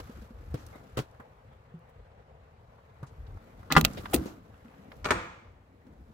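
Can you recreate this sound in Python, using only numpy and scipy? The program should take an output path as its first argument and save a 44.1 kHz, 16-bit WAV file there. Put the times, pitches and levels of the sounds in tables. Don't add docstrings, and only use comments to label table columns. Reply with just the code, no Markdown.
import sys
import numpy as np
from scipy import signal
from scipy.fft import rfft, irfft
from scipy.io import wavfile
from scipy.ndimage import uniform_filter1d

SR = 44100
rng = np.random.default_rng(int(sys.argv[2]) if len(sys.argv) > 2 else 0)


def dump(signal):
    limited = np.clip(np.atleast_2d(signal).T, -1, 1)
    pcm = np.round(limited * 32767).astype(np.int16)
    wavfile.write(sys.argv[1], SR, pcm)


def voltage_ratio(decibels):
    exponent = np.asarray(decibels, float) / 20
    return 10 ** exponent


N = 270583

# (pitch [Hz], level [dB per Hz])
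KEEPER = [(350, -45.5), (600, -15), (802, -5.5), (1250, -3.5), (1670, -18), (1870, -22.5), (3250, -14),
          (7660, -23.5), (14900, -43), (16400, -48)]


def evened(x):
    return x / np.sqrt(np.mean(x ** 2) + 1e-20)


def read(points, hz):
    f, value = np.transpose(points)
    return np.interp(np.log(hz + 1), np.log(f + 1), value)


def add(mix, s, sound):
    part = mix[:, round(max(s, 0) * SR):][:, :sound.shape[1]]
    part += sound[:, :part.shape[1]]


def ramp(start, end):
    return np.clip((np.arange(N) / SR - start) / (end - start), 0, 1)


def ring(modes, unlike):
    t = np.arange(SR // 3) / SR
    hz, db, t60 = np.transpose(modes)[:, :, None]
    start, shift = rng.uniform(-1.4, 1, (2, *hz.shape))
    turn = 2 * np.pi * hz * t + np.pi * start * min(unlike, 1)
    fade = voltage_ratio(db - 60 * t / t60)
    both = [(fade * np.sin(turn + side * unlike * shift)).sum(0) for side in (1, -1)]
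    return np.array(both) * (1 - np.exp(-t / 0.000068)) / abs(both[0]).max()


def dense(colour, rise, t60):
    t = np.arange(4096) / SR
    a, b = rng.standard_normal((2, len(t)))
    z = rfft(np.array([a + 0.9 * b, a - 1.0 * b]))
    z = z * voltage_ratio(read(colour, np.fft.rfftfreq(len(t), 1 / SR)))
    return irfft(z) * (1 - np.exp(-t / rise)) * voltage_ratio(-60 * t / t60)


def ticks(rows, width, rise):
    out = np.zeros((2, N))
    for s, db, hz, t60 in rows:
        colour = [(hz / width ** 4, -35), (hz / width, -3), (hz * width, -3), (hz * width ** 3.5, -40)]
        puff = dense(colour, rise * t60, t60)
        add(out, s, voltage_ratio(db) * puff / abs(puff).max())
    return out


def noise(colour, patchy_db, flicker_db, size=1024):
    # (pitch [Hz], likeness [0 to 1])
    likeness = [(60, 1), (200, 0.98), (500, 0.91), (1500, 0), (5000, 0), (15000, 0.01)]
    # (pitch [Hz], left minus right [dB])
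    left_tilt = [(60, 1.5), (500, 3), (1500, 2), (4000, -2.5), (15000, -2)]
    lag_s = 0.00035
    hop, hz = size // 4, np.fft.rfftfreq(size, 1 / SR)
    a, b, c, d, patches = rng.standard_normal((N // hop + 5, len(hz), 5)).T
    flicker = evened(uniform_filter1d(patches[0], size=3))
    patches = uniform_filter1d(patches, size=12, axis=0)
    patches = evened(uniform_filter1d(patches, size=10, axis=1))
    same = np.clip(read(likeness, hz), -1, 1)[:, None]
    left = a + 1j * b
    right = same * left * np.exp(2j * np.pi * hz * lag_s)[:, None]
    right = right + np.sqrt(1 - same ** 2) * (c + 1j * d)
    z = np.array([left, right * voltage_ratio(-read(left_tilt, hz))[:, None]])
    z *= voltage_ratio(read(colour, hz)[:, None] + patchy_db * patches + flicker_db * flicker)
    return evened(signal.istft(z, nperseg=size, noverlap=size - hop)[1][:, :N])


def hits(rows, iron_modes, plate, plate_db):
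    # (pitch [Hz], level [dB], t60 [s])
    plank_modes = [(64, 0, 0.042), (86, -11.5, 0.058), (155, 0.5, 0.16), (202, -6.5, 0.24),
                   (270, 0.5, 0.18), (301.5, 3.5, 0.12), (330, -8, 0.031), (420, -8.5, 0.12),
                   (497, -1, 0.052), (550, -12, 0.015), (606, -9, .05)]
    crisp_s = 0.0025
    out, t = np.zeros((2, N)), np.arange(SR // 20) / SR
    iron, planks = ring(iron_modes, unlike=0.61), ring(plank_modes, unlike=0.15)
    for s, db, boom_db, chatter, pan_db in rows:
        rattle = 0.089 * np.exp(-t / chatter) * rng.standard_normal(len(t))
        crisp = min(crisp_s / chatter, 1)
        rattle[:3] += crisp
        soft = uniform_filter1d(rattle, size=24)
        near = signal.fftconvolve(rattle[None], iron, axes=1)
        thin = dense(plate, 0.00069, t60=9 * chatter)
        boom = signal.fftconvolve(soft[None], planks, axes=1)
        pan = voltage_ratio([[pan_db / 2], [-pan_db / 2]])
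        for g, x in ((pan, near), (pan * crisp * voltage_ratio(plate_db), thin), (voltage_ratio(boom_db), boom)):
            add(out, s, voltage_ratio(db) * g * x / abs(x).max())
    return out


def latch_lift():
    # (time [s], blow [dB], plank boom [dB], chatter [s], left minus right [dB])
    lift = [(3.63, -50, -7.5, 0.0029, 3.5), (3.703, -23.5, -7, 0.024, 3), (3.715, -18, -6, 0.0072, 2),
            (3.752, -18.5, -4.5, 0.008, 6), (3.765, -1.5, -9, 0.0014, 1), (3.77, -6, -3.5, 0.0024, -2),
            (3.779, -11, -2.5, 0.003, 5.5), (3.786, -26.5, -2.5, 0.0034, 2)]
    # (pitch [Hz], level [dB], t60 [s])
    bar_up = [(800, -2, 0.038), (890, -6.5, 0.012), (1030, -4, 0.022), (1183, 4, 0.019), (1414, -2, 0.039),
              (1710, -3.5, 0.018), (1745, -7, 0.044), (1940, -8, 0.049), (2010, -2, 0.025),
              (2380, -4.5, 0.01), (2616, -11, 0.014), (3490, -17, .02)]
    return hits(lift, bar_up, KEEPER, plate_db=-5.5)


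def lever_snaps():
    # (time [s], blow [dB], plank boom [dB], chatter [s], left minus right [dB])
    snaps = [(3.7225, -16, -8, 0.0016, -3), (3.729, -25, -10.5, 0.008, -1.5),
             (3.8115, -20.5, -15, 0.00079, -2), (3.843, -28, -10.5, 0.0048, 0),
             (3.849, -10.5, -15, 0.001, -4), (3.854, -21, -16, 0.00052, 0.5),
             (3.862, -37.5, -14.5, 0.0014, -1), (4.134, -25, -13.5, 0.011, -9),
             (4.1425, -19.5, 0.5, 0.0028, 2), (4.149, -31.5, -11, 0.0045, 1.5),
             (4.161, -32, 3.5, 0.0022, -1)]
    # (pitch [Hz], level [dB], t60 [s])
    lever = [(700, 2, 0.014), (1253, -3.5, 0.026), (1980, 1.5, 0.0084), (2500, 2.5, 0.013),
             (3350, -1.5, 0.014), (4060, -1.5, 0.016)]
    # (pitch [Hz], level [dB per Hz])
    lever_plate = [(590, -37.5), (1000, -11.5), (1470, -10.5), (3460, -2.5), (4690, -3.5), (5150, -9.5),
                   (6430, -6.5), (9690, -17.5), (10500, -19.5), (15300, -6.5), (16400, -19.5)]
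    return hits(snaps, lever, lever_plate, plate_db=6.5)


def shove():
    # (time [s], level [dB], pitch [Hz])
    bend = [(4.127, -42, 823), (4.137, -21, 776), (4.14, -22, 430), (4.144, -15.5, 352), (4.152, -15, 296),
            (4.156, -32, 290), (4.163, -48, 285)]
    s, db, hz = np.transpose(bend)
    t, out = np.arange(s[0], s[-1], 1 / SR), np.zeros((2, N))
    # (delay [s], level [dB], pitch factor)
    for late, jerk_db, stretch in ((0, -1, 1), (.0023, -12, 1.5), (.0051, -11.5, .72), (.012, -20, 2.4)):
        phase = 2 * np.pi * np.cumsum(stretch * np.interp(t, s, hz)) / SR
        wave = voltage_ratio(np.interp(t, s, db) + jerk_db) * np.sin(phase)
        add(out, s[0] + late, np.array([wave, 0.46 * wave]))
    return out


def bar_drop():
    # (time [s], blow [dB], plank boom [dB], chatter [s], left minus right [dB])
    drop_blows = [(5.044, -28.5, -13, 0.0094, 4), (5.054, -25.5, -25.5, 0.0029, -10),
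                  (5.059, -21.5, -11.5, 0.0055, 8.5), (5.07, -31.5, -15, 0.0069, -7),
                  (5.087, -27, -10, 0.012, 5), (5.095, -30, -17, 0.0051, -2),
                  (5.1065, -11, -14, 0.0017, 2.5), (5.111, -11.5, -14.5, 0.0066, -0.5),
                  (5.119, -20.5, -25.5, 0.0065, 7.5)]
    # (pitch [Hz], level [dB], t60 [s])
    bar_down = [(398, -6.5, 0.052), (599, -4, 0.051), (838, 0, 0.029), (855, -3.5, 0.055),
                (967, -2.5, 0.033), (1098, -2, 0.023), (1222, 5, 0.021), (1353, -5.5, 0.019),
                (1500, -13, 0.017), (1845, 0.5, 0.015), (2283, -1.5, 0.018)]
    # (time [s], level [dB], pitch [Hz], t60 [s])
    clacks = [(5.0445, -34, 3800, .03), (5.054, -28, 2200, .04), (5.087, -42, 4000, .04),
              (5.1062, -21, 2600, .04), (5.1065, -26, 5500, .025), (5.119, -34, 3000, .04)]
    return hits(drop_blows, bar_down, KEEPER, plate_db=-1) + ticks(clacks, 1.5, rise=.02)


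def free_bar():
    # (pitch [Hz], level [dB], t60 [s])
    bar_ring = [(1870, 0, .08), (2330, -2, .08), (4030, -4, .08), (4510, -5, .08), (6590, -2, .2),
                (8160, -3, .22), (8700, -10, .08), (10200, -14, .03), (13500, -11, .17), (14700, -13, .15)]
    # (time [s], level [dB])
    free_blows = [(5.045, -46), (5.0545, -38), (5.088, -46), (5.107, -30), (5.113, -38)]
    out = np.zeros((2, N))
    for s, db in free_blows:
        add(out, s, voltage_ratio(db) * ring(bar_ring, unlike=0.79))
    return out


def hinge():
    # (time [s], level [dB])
    slips = [(4.543, -52), (4.609, -58), (4.647, -56), (4.657, -57), (4.682, -52), (4.699, -55),
             (4.714, -55), (4.742, -53), (4.759, -54), (4.778, -55), (4.792, -57), (4.803, -59),
             (4.818, -57), (4.836, -56.5), (4.861, -59), (4.875, -61)]
    pitch_hz, t60_s = 1700, 0.015
    return ticks([(s, db, pitch_hz, t60_s) for s, db in slips], 1.56, rise=0.028)


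def small_knocks():
    # (time [s], level [dB], pitch [Hz], t60 [s])
    knocks = [(.539, -31, 380, .09), (.552, -44, 1300, .05), (.553, -50, 3200, 0.057),
              (.735, -46, 1100, 0.17), (.757, -40, 420, .04), (.966, -42, 1500, .05), (.975, -36, 600, .1),
              (1.0, -46, 4000, .07), (1.03, -56, 3200, .1), (1.2, -41, 1200, .025),
              (3.7035, -35.5, 3500, .06), (3.7155, -33.5, 3200, 0.033), (3.752, -33, 3600, .05),
              (3.7662, -9, 2100, .04), (3.768, -22.5, 4800, 0.028), (3.775, -22.5, 2800, 0.043),
              (3.772, -13, 270, .1), (4.128, -38, 1600, .05), (4.136, -30, 1200, .03),
              (4.258, -39, 650, 0.021), (4.265, -41, 800, 0.16), (4.27, -49, 1800, .12),
              (4.917, -45, 600, .03), (4.918, -48, 3500, 0.025), (4.928, -46, 900, 0.027),
              (4.965, -44.5, 150, 0.049)]
    # (time [s], level [dB], pitch [Hz], t60 [s])
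    more_ticks = [(3.028, -39.5, 960, .093), (3.371, -44.5, 890, 0.029), (3.629, -46, 875, .046),
                  (3.929, -47, 7900, 0.018), (3.934, -39, 5810, 0.017), (4.01, -53, 6900, 0.035),
                  (4.02, -49, 12930, .03), (4.056, -33.5, 2300, .035), (4.056, -26.5, 1090, 0.033),
                  (4.108, -42, 13000, 0.072), (4.142, -11.5, 12300, .03), (4.2575, -28, 302, 0.026),
                  (4.55, -65, 2000, .03), (4.965, -63, 6000, .032), (5.044, -30.5, 3655, 0.035),
                  (5.054, -32, 3260, 0.046), (5.106, -46, 11000, 0.036), (4.82, -65, 2500, 0.035),
                  (4.917, -38, 1360, 0.027)]
    return ticks(knocks, 1.3, rise=0.041) + ticks(more_ticks, 1.46, rise=.04)


def scuffs():
    # (time [s], level [dB], pitch [Hz], t60 [s])
    scuff_rows = [(.05, -69, 3000, .1), (.18, -64, 5000, .11), (.22, -60, 3000, .05),
                  (.503, -64, 12250, .048), (.538, -49.5, 1500, 0.21), (.56, -51.5, 4000, .3),
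                  (.664, -43.5, 7100, 0.021), (.71, -68, 4000, .04), (.72, -46, 595, 0.13),
                  (.755, -36.5, 380, 0.03), (.8, -48.5, 700, 0.1), (.895, -60, 4950, .02),
                  (1.112, -59, 6000, 0.014), (1.197, -40.5, 800, 0.063), (1.79, -67, 10000, .03),
                  (1.89, -62.5, 10000, 0.049), (2.115, -62, 2200, .03), (3.064, -55, 4840, .1),
                  (3.265, -53, 2650, .04), (3.968, -32, 374, 0.13), (3.969, -36, 2500, 0.094),
                  (3.977, -45, 14220, 0.044), (4.133, -19, 12000, 0.073), (4.258, -45.5, 4050, 0.15),
                  (4.15, -38, 776, 0.24)]
    # (time [s], level [dB], pitch [Hz], t60 [s])
    squeaks = [(.724, -52, 2090, .2), (.742, -62, 3760, 0.12)]
    return ticks(scuff_rows, 1.6, rise=0.1) + ticks(squeaks, 1.05, rise=0.065)


def steps():
    # (time [s], thud [dB], thud pitch [Hz], grit [dB], length [s])
    bumps = [(0.0, -41, 101, 6, 0.008), (0.095, -33.5, 227, -17, 0.0072), (0.219, -41, 209, -11, 0.016),
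             (0.306, -37.5, 231, -19, 0.0091), (0.5415, -20, 128.5, -16, 0.0085),
             (0.971, -27, 125.4, 1.5, 0.0222), (0.988, -28.5, 436, 1.5, 0.0073),
             (0.996, -23.5, 140, -8, 0.0069), (1.197, -40.5, 233, -27, 0.0067), (1.74, -37, 165, -38, 0.03),
             (3.029, -28, 130, -20, 0.011), (3.37, -56, 103, -15, 0.013), (3.596, -45, 103, -15, 0.02),
             (3.766, -10, 157, -7, 0.017), (4.1615, -24, 230, -25, .005), (4.176, -29, 75, -25, 0.03),
             (4.216, -38, 180, -13, 0.025), (4.257, -27.5, 202, -14, 0.006),
             (4.651, -42, 233.4, -24, 0.013), (5.866, -45.5, 253, -16, 0.016)]
    # (pitch [Hz], level [dB per Hz])
    grit_colour = [(180, -59.5), (300, -10), (494, -3), (701, -19.5), (1320, -15), (1780, -27), (2790, -28),
                   (14000, -43.5), (16000, -42)]
    out, t = np.zeros((2, N)), np.arange(SR // 6) / SR
    grit = noise(grit_colour, patchy_db=0.5, flicker_db=-1.0, size=128)
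    for k, (s, db, hz, grit_db, length) in enumerate(bumps):
        shape = (1 - np.exp(-t / 0.00087)) * np.exp(-(t / length) ** 1.1)
        thud = np.sin(2 * np.pi * hz * t) + 0.13 * np.sin(2 * np.pi * 2.2 * hz * t)
        crunch = voltage_ratio(grit_db) * grit[:, k * len(t):][:, :len(t)]
        add(out, s, voltage_ratio(db) * shape * (thud + crunch))
    return out


def movement():
    # (time [s], level [dB])
    effort = [(0.0, -7.5), (0.07, -11), (0.2, -10), (0.32, -20), (0.68, -11), (0.84, -16), (1.32, -26),
              (2.27, -35), (3.2, -21.5), (3.74, -16.5), (3.88, -2), (4.08, -6.5), (4.15, 0.5), (4.29, -5),
              (4.41, -22), (5.21, -15.5), (5.42, -35.5), (6.14, -24)]
    s, db = np.transpose(effort)
    return voltage_ratio(np.interp(np.arange(N) / SR, s, db))


def rubbing(moving):
    # (pitch [Hz], level [dB per Hz])
    rub_colour = [(240, -29), (400, 0), (628, -24), (756, -8), (1020, -19), (1190, 0.5), (1980, -14.5),
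                  (7310, -23), (9970, -30), (11700, -20), (15700, -32), (16400, -42.5)]
    return voltage_ratio(-50) * moving * noise(rub_colour, patchy_db=.8, flicker_db=2.2, size=256)


def body_creak(moving):
    # (pitch [Hz], level [dB per Hz])
    body_colour = [(90, -39), (150, -1.5), (220, 0.5), (320, -4), (450, -17), (800, -48)]
    body = voltage_ratio(-49.5) * moving ** 0.97
    hollow = voltage_ratio(-63.5) * ramp(3.3, 3.4)
    return (body + hollow) * noise(body_colour, patchy_db=2.5, flicker_db=3.0)


def wind():
    # (middle [s], level [dB], half length [s])
    gusts = [(0.0, -43.5, 0.089), (.2, -46.5, 0.07), (.39, -43, 0.068), (.5, -42, .05), (.64, -44, 0.05),
             (.72, -62, 0.11), (.99, -51, 0.084), (1.48, -76, 0.087), (1.99, -52.5, 0.082),
             (3.04, -46, 0.038), (3.2, -42.5, 0.093), (3.33, -39, 0.064), (3.57, -51, 0.056),
             (3.82, -32, 0.071), (4.02, -41.5, 0.05), (4.17, -35, 0.045), (4.54, -51, 0.032),
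             (5.12, -39.5, 0.091), (5.49, -53, 0.029), (6.05, -58, .08)]
    # (pitch [Hz], level [dB per Hz])
    gust_colour = [(12, -40), (20, -10), (43, -1), (67, 3.5), (95, -4.5), (179, -32.5), (307, -26),
                   (400, -26.5), (520, -63.5), (880, -120)]
    calm_db, edge_db = -65.5, 17.5
    t = np.arange(N) / SR
    power = voltage_ratio(2 * calm_db) + sum(voltage_ratio(2 * db - edge_db * ((t - s) / half) ** 2) for s, db, half in gusts)
    return np.sqrt(power) * noise(gust_colour, patchy_db=2.0, flicker_db=1.5, size=2048)


def distant_wash(moving):
    # (pitch [Hz], level [dB per Hz])
    wash_colour = [(35, -31), (60, -10.5), (105, 1.5), (169, -21), (218, -15.5), (283, -27), (333, -27),
                   (474, -11), (571, -16), (689, -15.5), (1000, -20), (1980, -28.5), (4950, -49),
                   (15300, -65), (16400, -66)]
    wash_db, stir_db, shelter_db = -56.5, 6, -3.5
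    wash = voltage_ratio(wash_db + shelter_db * ramp(5.43, 5.63)) * (1 + voltage_ratio(stir_db) * moving)
    return wash * noise(wash_colour, patchy_db=1.5, flicker_db=-0.95)


def microphone_hiss():
    # (pitch [Hz], level [dB per Hz])
    hiss_colour = [(2350, -28), (4000, 0.5), (5280, -8), (7480, -5.5), (10700, -20), (11600, -11),
                   (12600, -16.5), (15200, -15.5), (16400, -22.5)]
    return voltage_ratio(-88.5) * noise(hiss_colour, patchy_db=-2.0, flicker_db=0.5)


def space(x, decays, gap):
    taps = np.zeros((2, SR))
    at = np.arange(0, SR - 20, 20) + rng.integers(0, 20, (2, SR // 20 - 1))
    np.put_along_axis(taps, at, rng.choice([-1., 1.], at.shape), 1)
    taps[:, :round(gap * SR)] = 0
    hz, t, z = signal.stft(taps, SR, nperseg=256)
    tail = signal.istft(z * voltage_ratio(-60 * t / read(decays, hz)[:, None]), SR, nperseg=256)[1]
    high_pass = signal.butter(2, 300, "high", fs=SR)
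    tail[1] = tail[0] + signal.lfilter(*high_pass, tail[1] - tail[0])
    return signal.fftconvolve(x.mean(0)[None], tail / np.linalg.norm(tail[0]), axes=1)[:, :N]


def porch(x):
    # (pitch [Hz], t60 [s])
    porch_decays = [(100, 0.59), (1000, 0.15), (5000, 0.03), (16000, 0.02)]
    return space(x, porch_decays, gap=.004)


def room(x):
    # (pitch [Hz], t60 [s])
    room_decays = [(100, .8), (400, 0.4), (1100, 0.72), (1600, .6), (2300, .7), (7500, 0.64), (9500, 0.4),
                   (16000, 0.4)]
    turn = 2 * np.pi * 160 * np.arange(N) / SR
    feeds = [np.sqrt(2 / 3) * np.cos(turn / 2 + k * np.pi / 3) for k in range(3)]
    dull = signal.lfilter(*signal.butter(1, 8000, fs=SR), x)
    return sum(space(feed * dull, room_decays, gap=0.0079) for feed in feeds)


def scene():
    outside = latch_lift() + lever_snaps() + shove() + small_knocks() + scuffs()
    inside = bar_drop() + free_bar() + hinge()
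    moving = movement()
    air = rubbing(moving) + body_creak(moving) + wind() + distant_wash(moving) + microphone_hiss()
    echoes = voltage_ratio(-20.0) * porch(outside) + voltage_ratio(-6.5) * room(inside)
    return outside + inside + echoes + steps() + air


def band_limit(x):
    return signal.sosfilt(signal.butter(12, 16670, fs=SR, output="sos"), x)


def record(dry):
    dry = signal.sosfilt(signal.butter(2, 36, "high", fs=SR, output="sos"), dry)
    dry = 1.1 * np.tanh(dry / 1.1)
    dry = signal.sosfiltfilt(signal.butter(24, 16250, fs=SR, output="sos"), dry)
    return band_limit(dry)


dry = scene()
out = record(dry)
dump(out)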